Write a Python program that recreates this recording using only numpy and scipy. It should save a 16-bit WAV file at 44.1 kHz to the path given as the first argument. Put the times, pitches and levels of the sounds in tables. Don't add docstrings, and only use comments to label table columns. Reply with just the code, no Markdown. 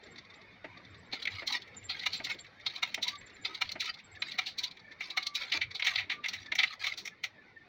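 import sys
import numpy as np
from scipy import signal
from scipy.fft import rfft, irfft, next_fast_len
from scipy.io import wavfile
from scipy.ndimage import uniform_filter1d, map_coordinates

SR = 44100
rng = np.random.default_rng(int(sys.argv[2]) if len(sys.argv) > 2 else 0)


def transcribe(u):
    v = np.clip(np.atleast_2d(u).T, -1, 1)
    q = np.round(v * 32767).astype(np.int16)
    wavfile.write(sys.argv[1], SR, q)


N = 338688

# jog t/s, landing level/dB,
# landing f/Hz, landing t60/s, paddle delay after the jog/s, first and second blade level/dB, drag level/dB
SHEETS = [(1.294, -28.5, 3450, .095, 0.18, -24, -24.5, -40.5),
          (2.063, -26.5, 3290, 0.11, .183, -27.5, -34, -44),
          (2.829, -21.5, 3730, 0.05, 0.2, -22.5, -23.5, -46.5),
          (3.616, -24, 3540, 0.07, 0.19, -24, -31, -43),
          (4.387, -21.5, 2470, 0.03, 0.1987, -25, -24.5, -51),
          (5.173, -28, 2330, 0.07, 0.18, -23.5, -41, -47.5)]
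# f/Hz, density/dB
CRACK_SPECTRUM = [(900, -92), (1450, -18.5), (1750, -10), (2070, 4.5), (2400, 1), (2800, -4.5), (3900, 1.5),
                  (4450, 0), (5060, -14.5), (6000, -32), (7500, -39), (10000, -52)]
# f/Hz, density/dB
FIZZ_SPECTRUM = [(4000, -22.5), (5600, 10.5), (6600, -1), (8000, -15.5), (10000, -17), (13000, -25.5),
                 (14200, -13), (15200, -7.5), (15700, -10.5)]
# f/Hz, width/Hz, level/dB
BAY_WALLS = [(762, 70, 1), (980, 28, 2), (1291, 83, 4)]
# f/Hz, width/Hz, level/dB
GEAR_MODES = [(2080, 240, 2), (2880, 120, -20), (3580, 320, -1), (4540, 290, -2.5), (5500, 540, -9.5)]
LEAD_S = 0.025


def landings(fizz_db=-27):
    lead_s = 0.166
    rows = [(s - lead_s, db, hz, fizz_db, t60) for s, db, hz, t60, *_ in SHEETS]
    return contacts(rows, crest_s=0.001, swell_s=0.0034, hold_s=0.0028, sheet_width_hz=31, sheet_share=1.8,
                    crack_db=-5.5, panel_db=-23, fizz_db=-0.5, tail_db=-30, tail_t60=0.16)


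def jogger(crest_s=0.001064, level_db=-26.5):
    # f/Hz, width/Hz, level/dB
    fence_modes = [(1296, 150, -13), (2087, 184, -0.5), (2370, 84, 2), (2860, 100, -2.5), (3550, 126, -3),
                   (3680, 190, -1.5), (4210, 310, -3.5)]
    out = np.zeros(N)
    envelope = blow(swell_s=0.0065, hold_s=0.0061, t60=0.025, tail_db=-21, tail_t60=0.14)
    for s, *_ in SHEETS[1:]:
        ring = burst(lambda f: resonances(fence_modes, f) / (1 + (f / 5500) ** 8), envelope)
        panel = burst(lambda f: resonances(BAY_WALLS, f) * (f < 5000), envelope)
        fizz = burst(lambda f: amp(along(FIZZ_SPECTRUM, f)), envelope)
        slap = ring + amp(-13.5) * panel + amp(-16.5) * fizz
        add(out, s + crest_s - LEAD_S, amp(level_db) * slap)
    return out


def paddle():
    # delay after the jog/s, level/dB, f/Hz
    cycle_taps = [(-.069, -31.5, 3960), (.325, -39.5, 4160), (.383, -44.5, 2300), (.535, -46, 2140)]
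    blade_gap_s, blade_hz, blade_t60, blade_fizz_db = 0.051, 3913, 0.068, -16.5
    tap_t60, tap_fizz_db = 0.042, -23
    rows = []
    for s, *_, delay, first_db, second_db, _ in SHEETS:
        for k, db in enumerate([first_db, second_db]):
            rows.append((s + delay + k * blade_gap_s, db, blade_hz, blade_fizz_db, blade_t60))
        rows += [(s + after, db, hz, tap_fizz_db, tap_t60) for after, db, hz in cycle_taps]
    return contacts(rows, crest_s=0.001, swell_s=0.0056, hold_s=0.0028, sheet_width_hz=38, sheet_share=2.0,
                    crack_db=-6, panel_db=-37, fizz_db=-1.5, tail_db=-32, tail_t60=0.15)


def clacks():
    # t/s, level/dB, f/Hz, relative fizz/dB, t60/s
    clack_rows = [(1.2531, -24.5, 2460, -26, 0.018), (1.273, -21.5, 1976, -34.5, 0.038),
                  (2.0333, -30.5, 2370, -27, 0.052), (2.1326, -27.5, 4000, -22, 0.18),
                  (2.9437, -22, 2740, -14, 0.019), (3.6915, -30, 4170, -31, 0.022),
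                  (3.7174, -29.5, 3980, -15, 0.033), (4.4662, -29, 4330, -22.5, 0.15),
                  (5.2285, -31, 4270, -21, .034), (5.2674, -23.5, 4470, -15, .027),
                  (5.5209, -19.5, 2730, -26, 0.062), (5.6146, -21, 2313, -31, 0.085)]
    return contacts(clack_rows, crest_s=0.000984, swell_s=0.0035, hold_s=0.0026, sheet_width_hz=29,
                    sheet_share=1.1, crack_db=-5.5, panel_db=-31, fizz_db=0.0, tail_db=-46, tail_t60=0.15)


def snaps():
    # t/s, level/dB, f/Hz, relative fizz/dB, t60/s
    snap_rows = [(5.7508, -29, 4500, -19, 0.096), (5.7967, -27, 2150, -16.5, 0.054),
                 (5.8232, -21, 2380, -30, .04), (5.8466, -25, 2460, -11, 0.073),
                 (5.8681, -17, 2100, -15, 0.088), (5.9574, -19, 3350, -24, 0.019),
                 (5.9853, -23.5, 2140, -24, 0.15), (6.0995, -23, 2100, -23, .045),
                 (6.1154, -25.5, 2130, -22, 0.11), (6.2422, -26.5, 2050, -24, 0.098),
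                 (6.2594, -24, 1950, -19.5, 0.035), (6.2851, -26.5, 4070, -6.5, 0.044),
                 (6.334, -29.5, 2300, -11, 0.097), (6.5201, -20.5, 1850, -23.5, 0.04),
                 (6.5535, -26, 2040, -7.5, .043), (6.5889, -15, 2400, -20.5, 0.093),
                 (6.6333, -14, 2130, -22, 0.046), (6.8418, -25.5, 2340, -15, 0.097),
                 (6.8668, -23.5, 2600, -13, 0.082), (6.9785, -33.5, 3950, -7.5, 0.13),
                 (7.0549, -34, 2250, -3.5, 0.081), (7.0754, -30.5, 2180, -9, .03),
                 (7.2389, -23.5, 2370, -14, 0.068)]
    return contacts(snap_rows, crest_s=0.0005, swell_s=0.0034, hold_s=0.003, sheet_width_hz=39,
                    sheet_share=0.24, crack_db=-6.5, panel_db=-25, fizz_db=-7.5, tail_db=-26.0, tail_t60=0.18)


def contacts(rows, crest_s, swell_s, hold_s, sheet_width_hz, sheet_share, crack_db, panel_db, fizz_db,
             tail_db, tail_t60, spread_oct=1.0):
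    out = np.zeros(N)
    for s, db, centre_hz, fizz_rel, t60 in rows:
        swell = swell_s * (t60 / 0.041) ** 0.75
        envelope = blow(swell, hold_s, t60, tail_db, tail_t60)
        octaves = np.append(0, rng.uniform(-0.998, 1, size=7))
        sheet = [(hz, sheet_width_hz, 0) for hz in centre_hz * 2 ** octaves]
        focus = lambda f: np.exp(-0.5 * (np.log2((f + 1) / centre_hz) / spread_oct) ** 2)
        tilt = lambda f: (np.maximum(f, 1000) / 3000) ** (2 * np.log2(centre_hz / 2800))
        ring = lambda f: 1 + sheet_share * np.abs(resonances(sheet, f))
        crack = burst(lambda f: amp(along(CRACK_SPECTRUM, f)) * focus(f) * tilt(f) * ring(f), envelope)
        panel = burst(lambda f: resonances(BAY_WALLS, f) * (f < 5000), envelope)
        fizz = burst(lambda f: amp(along(FIZZ_SPECTRUM, f)), envelope)
        sound = amp(crack_db) * crack + amp(panel_db) * panel + amp(fizz_rel + fizz_db) * fizz
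        add(out, s + crest_s - LEAD_S, amp(db) * sound)
    return out


def blow(swell_s, hold_s, t60, tail_db, tail_t60):
    t = np.arange(SR // 6) / SR - LEAD_S
    after, before = np.maximum(t - hold_s, 0), np.minimum(t, 0)
    fall = amp(-60 * after / max(t60, 1e-3))
    flutter = amp(tail_db - 60 * after / tail_t60)
    return np.exp(2 * before / swell_s) * (fall + flutter)


def sliding(grain_db=5.5, patchy_db=7.0, crackle_rate=130, crackle_db=-5, hiss_db=1.5, wall_db=-13):
    # delay after the jog/s, length/s, level/dB
    cycle_rubs = [(-.19, 0.18, -51), (0, .12, -52)]
    # t/s, length/s, level/dB
    strokes = [(1.29, 0.16, -51.5), (5.39, .13, -48.5), (5.528, 0.056, -39), (5.83, 0.197, -41),
               (6.254, 0.22, -52), (6.6, 0.17, -48), (6.784, 0.18, -44.5)]
    # f/Hz, density/dB
    paper_spectrum = [(400, -20), (950, -14), (1450, -12.5), (2130, 8), (2700, -3.5), (3700, -0.5),
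                      (4500, 0.5), (5200, -10), (6300, -15.5), (8000, -34.5), (13000, -42), (15200, -29)]
    drag_s = 0.1147
    drags = [(s + delay, drag_s, drag_db) for s, *_, delay, _, _, drag_db in SHEETS]
    pressure = np.zeros(N)
    for s, length, db in each_sheet(cycle_rubs) + drags + list(strokes):
        add(pressure, s, amp(db) * signal.windows.tukey(int(length * SR), 0.4))

    slips_db = 2.4 * wobble(45)
    grains = unit(amp(grain_db * np.tanh(wobble(220)) + slips_db))
    hiss = grains * patchy(lambda f: amp(along(paper_spectrum, f)), patchy_db)

    buckles = (rng.random(N) < crackle_rate / SR) * rng.uniform(0.25, 1, N)
    t = np.arange(SR // 40) / SR
    flutter = signal.fftconvolve(buckles, t * np.exp(-t / 0.0019))[:N]
    rustle = flutter * patchy(lambda f: f < 8000, patchy_db)
    crackle = unit(filtered(rustle, lambda f: amp(along(CRACK_SPECTRUM, f))))

    walls = unit(filtered(hiss, lambda f: resonances(BAY_WALLS, f) * (f < 1700)))
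    return pressure * (amp(hiss_db) * hiss + amp(crackle_db) * crackle + amp(wall_db) * walls)


def squeaks(width_hz=90, length=0.036, pitch_scatter=0.014, scatter_db=4.5):
    # t/s, length/s, mean f/Hz, level/dB before a 3 dB cut and scatter
    spells = [(0.03, .11, 7400, -59), (0.35, .05, 7420, -65), (0.9, .3, 7440, -68.5),
              (1.764, .11, 7310, -51), (2.161, .27, 7320, -53), (3.179, .27, 7300, -57.5),
              (4.039, .27, 7500, -59.5)]
    turn_s = 0.0784
    out, envelope = np.zeros(N), np.hanning(int(length * SR))
    for start, spell, pitch_hz, db in spells:
        for s in np.arange(start, start + spell, turn_s):
            hz = pitch_hz * (1 + pitch_scatter * rng.standard_normal())
            chirp = burst(lambda f: np.exp(-0.5 * ((f - hz) / width_hz) ** 2), envelope)
            level_db = db - 3 + scatter_db * rng.standard_normal()
            add(out, s - 0.011, amp(level_db) * chirp)
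    return out


def steppers():
    # t/s, length/s, mean f/Hz, mean level/dB
    motor_runs = [(.762, 0.052, 1185, -59.5), (3.09, 0.091, 1168, -53), (4.14, .044, 1730, -54),
                  (4.78, .18, 1770, -59), (5.08, 0.33, 1170, -58.5), (6.1, .14, 1185, -55.5),
                  (6.42, 0.12, 1760, -56), (7.107, 0.039, 1740, -57.5), (7.36, 0.078, 1746, -57),
                  (7.55, 0.1, 1800, -57)]
    paddle_runs = each_sheet([(0.205, 0.092, 980, -58.5)])
    out = np.zeros(N)
    drift = 1 + 0.0077 * wobble(160)
    rattle = unit(amp(6.1 * wobble(70)))
    for s, length, hz, db in paddle_runs + list(motor_runs):
        turning = drift[int(s * SR):][:int(length * SR)]
        phase = 2 * np.pi * hz * np.cumsum(turning) / SR
        whine = np.sqrt(2) * np.sin(phase)
        add(out, s, amp(db) * whine * signal.windows.tukey(len(phase), 0.5))
    return out * rattle


def ticks():
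    # t/s, level/dB before a 5.5 dB cut
    clear_ticks = [(.035, -49), (.16, -47), (.183, -40.5), (.341, -48), (3.989, -46), (4.92, -47.5),
                   (5.7125, -38), (6.4622, -41)]
    rate, faint_db, scatter_db, end_s = 7.6, -51, 3, 5
    out = np.zeros(N)
    envelope = blow(swell_s=0.0063, hold_s=0.0037, t60=0.042, tail_db=-19, tail_t60=0.1)
    draws = rng.random((int(end_s * rate), 2))
    faint = [((k + u) / rate, faint_db + scatter_db * (1 - 2 * v)) for k, (u, v) in enumerate(draws)]
    for s, db in list(clear_ticks) + faint:
        tick = burst(lambda f: resonances(GEAR_MODES, f) / (1 + (f / 6000) ** 8), envelope)
        add(out, s - LEAD_S, amp(db - 5.5) * tick)
    return out


def knocks(count=5):
    # t/s, level/dB before a 2.5 dB lift
    other_knocks = [(1.13, -39), (5.545, -36.5), (5.573, -40.5), (6.519, -42.5)]
    # f/Hz, width/Hz, level/dB
    cabinet_modes = [(250, 56, -1.5), (358, 61, 1.5), (566, 200, -4), (655, 68, 4.5), (910, 49, 0.5),
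                     (1220, 50, -3), (2090, 400, 1)]
    start_s, period_s, feed_db = 0.642, 0.778, -37.5
    out, t = np.zeros(N), np.arange(SR // 5) / SR
    envelope = (1 - np.exp(-t / 0.0027)) * amp(-60 * t / 0.078)
    feeds = [(start_s + k * period_s, feed_db) for k in range(count)]
    for s, db in feeds + list(other_knocks):
        knock = burst(lambda f: resonances(cabinet_modes, f) / (1 + (f / 4000) ** 4), envelope)
        add(out, s, amp(db + 2.5) * knock)
    return out


def running():
    # t/s, level/dB before a 1 dB cut and wobble
    hum_levels = [(0.0, -76), (1.11, -58), (1.28, -76.5), (1.35, -47), (1.45, -79), (1.82, -59),
                  (1.97, -69.5), (3.59, -72.5), (3.68, -57), (3.74, -70), (5.35, -81), (5.71, -59),
                  (5.75, -77), (6.03, -61.5), (6.29, -78), (6.42, -53.5), (6.46, -77), (7.68, -76)]
    # t/s, level/dB before wobble
    running_levels = [(0, -57.5), (2.5, -57), (4.9, -60), (6.4, -59), (7.3, -61.5)]
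    # f/Hz, density/dB
    fan_spectrum = [(20, -15.5), (96, -1), (200, 0.5), (500, -4.5), (1000, -8), (1600, -6.5), (2240, 0.5),
                    (2700, -14), (4500, -17), (6000, -28.5), (8000, -47), (15000, -51)]
    # f/Hz, level/dB relative to the fan
    gear_tones = [(1841, -17), (2202, -20), (3677, -20)]
    (hum_db,), (fan_db,) = curves(hum_levels), curves(running_levels)
    throb = noise(lambda f: resonances([(96.3, 33, 0)], f) ** 2)
    hum = amp(hum_db - 1 + 4.2 * wobble(9)) * throb
    fan = amp(fan_db + wobble(15)) * patchy(lambda f: amp(along(fan_spectrum, f)), depth_db=4.5)
    gears = patchy(lambda f: resonances(GEAR_MODES, f) / (1 + (f / 5500) ** 8), depth_db=4)
    whirr = amp(2 * wobble(30)) * gears
    whine = sum(amp(db) * noise(lambda f: resonances([(hz, 45, 0)], f) ** 2) for hz, db in gear_tones)
    return hum + fan + amp(fan_db) * (amp(-14.0) * whirr + whine)


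def office(x):
    # f/Hz, t60/s
    room_decay = [(200, 0.15), (2000, 0.13), (6000, 0.13), (14000, 0.047)]
    hz, t, z = signal.stft(rng.standard_normal(SR // 2), SR, nperseg=256)
    decay = amp(-60 * t / along(room_decay, hz)[:, None])
    tail = signal.istft(z * decay, SR, nperseg=256)[1]
    return signal.fftconvolve(x, tail / np.linalg.norm(tail))[:N]


def each_sheet(rows):
    return [(s + delay, *rest) for s, *_ in SHEETS for delay, *rest in rows]


def burst(response, envelope):
    m = next_fast_len(len(envelope) + SR // 20)
    push = rfft(rng.standard_normal(len(envelope)) * envelope, m)
    body = causal(np.abs(response(np.fft.rfftfreq(m, 1 / SR))), m)
    return unit(irfft(push * body, m)) * np.sqrt(np.sum(envelope ** 2) / m)


def causal(gain, size):
    cepstrum = irfft(np.log(np.maximum(gain / gain.max(), 1e-6)), size)
    cepstrum[1:size // 2] *= 2
    cepstrum[size // 2 + 1:] = 0
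    return np.exp(rfft(cepstrum))


def resonances(modes, f):
    return sum((-1) ** k * amp(db) * 1j * f * w / (c * c - f * f + 1j * f * w)
               for k, (c, w, db) in enumerate(modes))


def patchy(response, depth_db):
    z = signal.stft(rng.standard_normal(N), nperseg=1024)[2]
    field = uniform_filter1d(rng.standard_normal(z.shape), size=3, axis=0)
    field = uniform_filter1d(field, size=4, axis=1)
    flickering = signal.istft(z * amp(depth_db * unit(field)), nperseg=1024)[1][:N]
    return unit(filtered(flickering, response))


def noise(response, size=N):
    return unit(filtered(rng.standard_normal(size), response))


def filtered(x, response):
    m = next_fast_len(len(x) + SR // 10)
    return irfft(rfft(x, m) * response(np.fft.rfftfreq(m, 1 / SR)), m)[:len(x)]


def wobble(rate):
    return map_coordinates(rng.standard_normal(int(N * rate / SR) + 4), [np.arange(N) * rate / SR])


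def curves(rows):
    s, *cols = np.transpose(rows)
    return [np.interp(np.arange(N) / SR, s, c) for c in cols]


def along(points, hz):
    f, v = np.transpose(points)
    return np.interp(np.log(hz + 1), np.log(f + 1), v)


def amp(db):
    return 10 ** (np.asarray(db) / 20)


def unit(x):
    return x / np.sqrt(np.mean(x ** 2) + 1e-20)


def add(track, s, sound):
    start = max(round(s * SR), 0)
    part = track[start:start + len(sound)]
    part += sound[:len(part)]


def scene():
    paper = landings() + clacks() + snaps() + sliding()
    mechanism = jogger() + paddle() + squeaks() + steppers() + ticks() + knocks()
    near = paper + mechanism
    return (near + amp(-14.5) * office(near) + running())[None]


def record(dry):
    top_hz = 15800
    return np.array([filtered(channel, lambda hz: hz < top_hz) for channel in dry])


dry = scene()
out = record(dry)
transcribe(out)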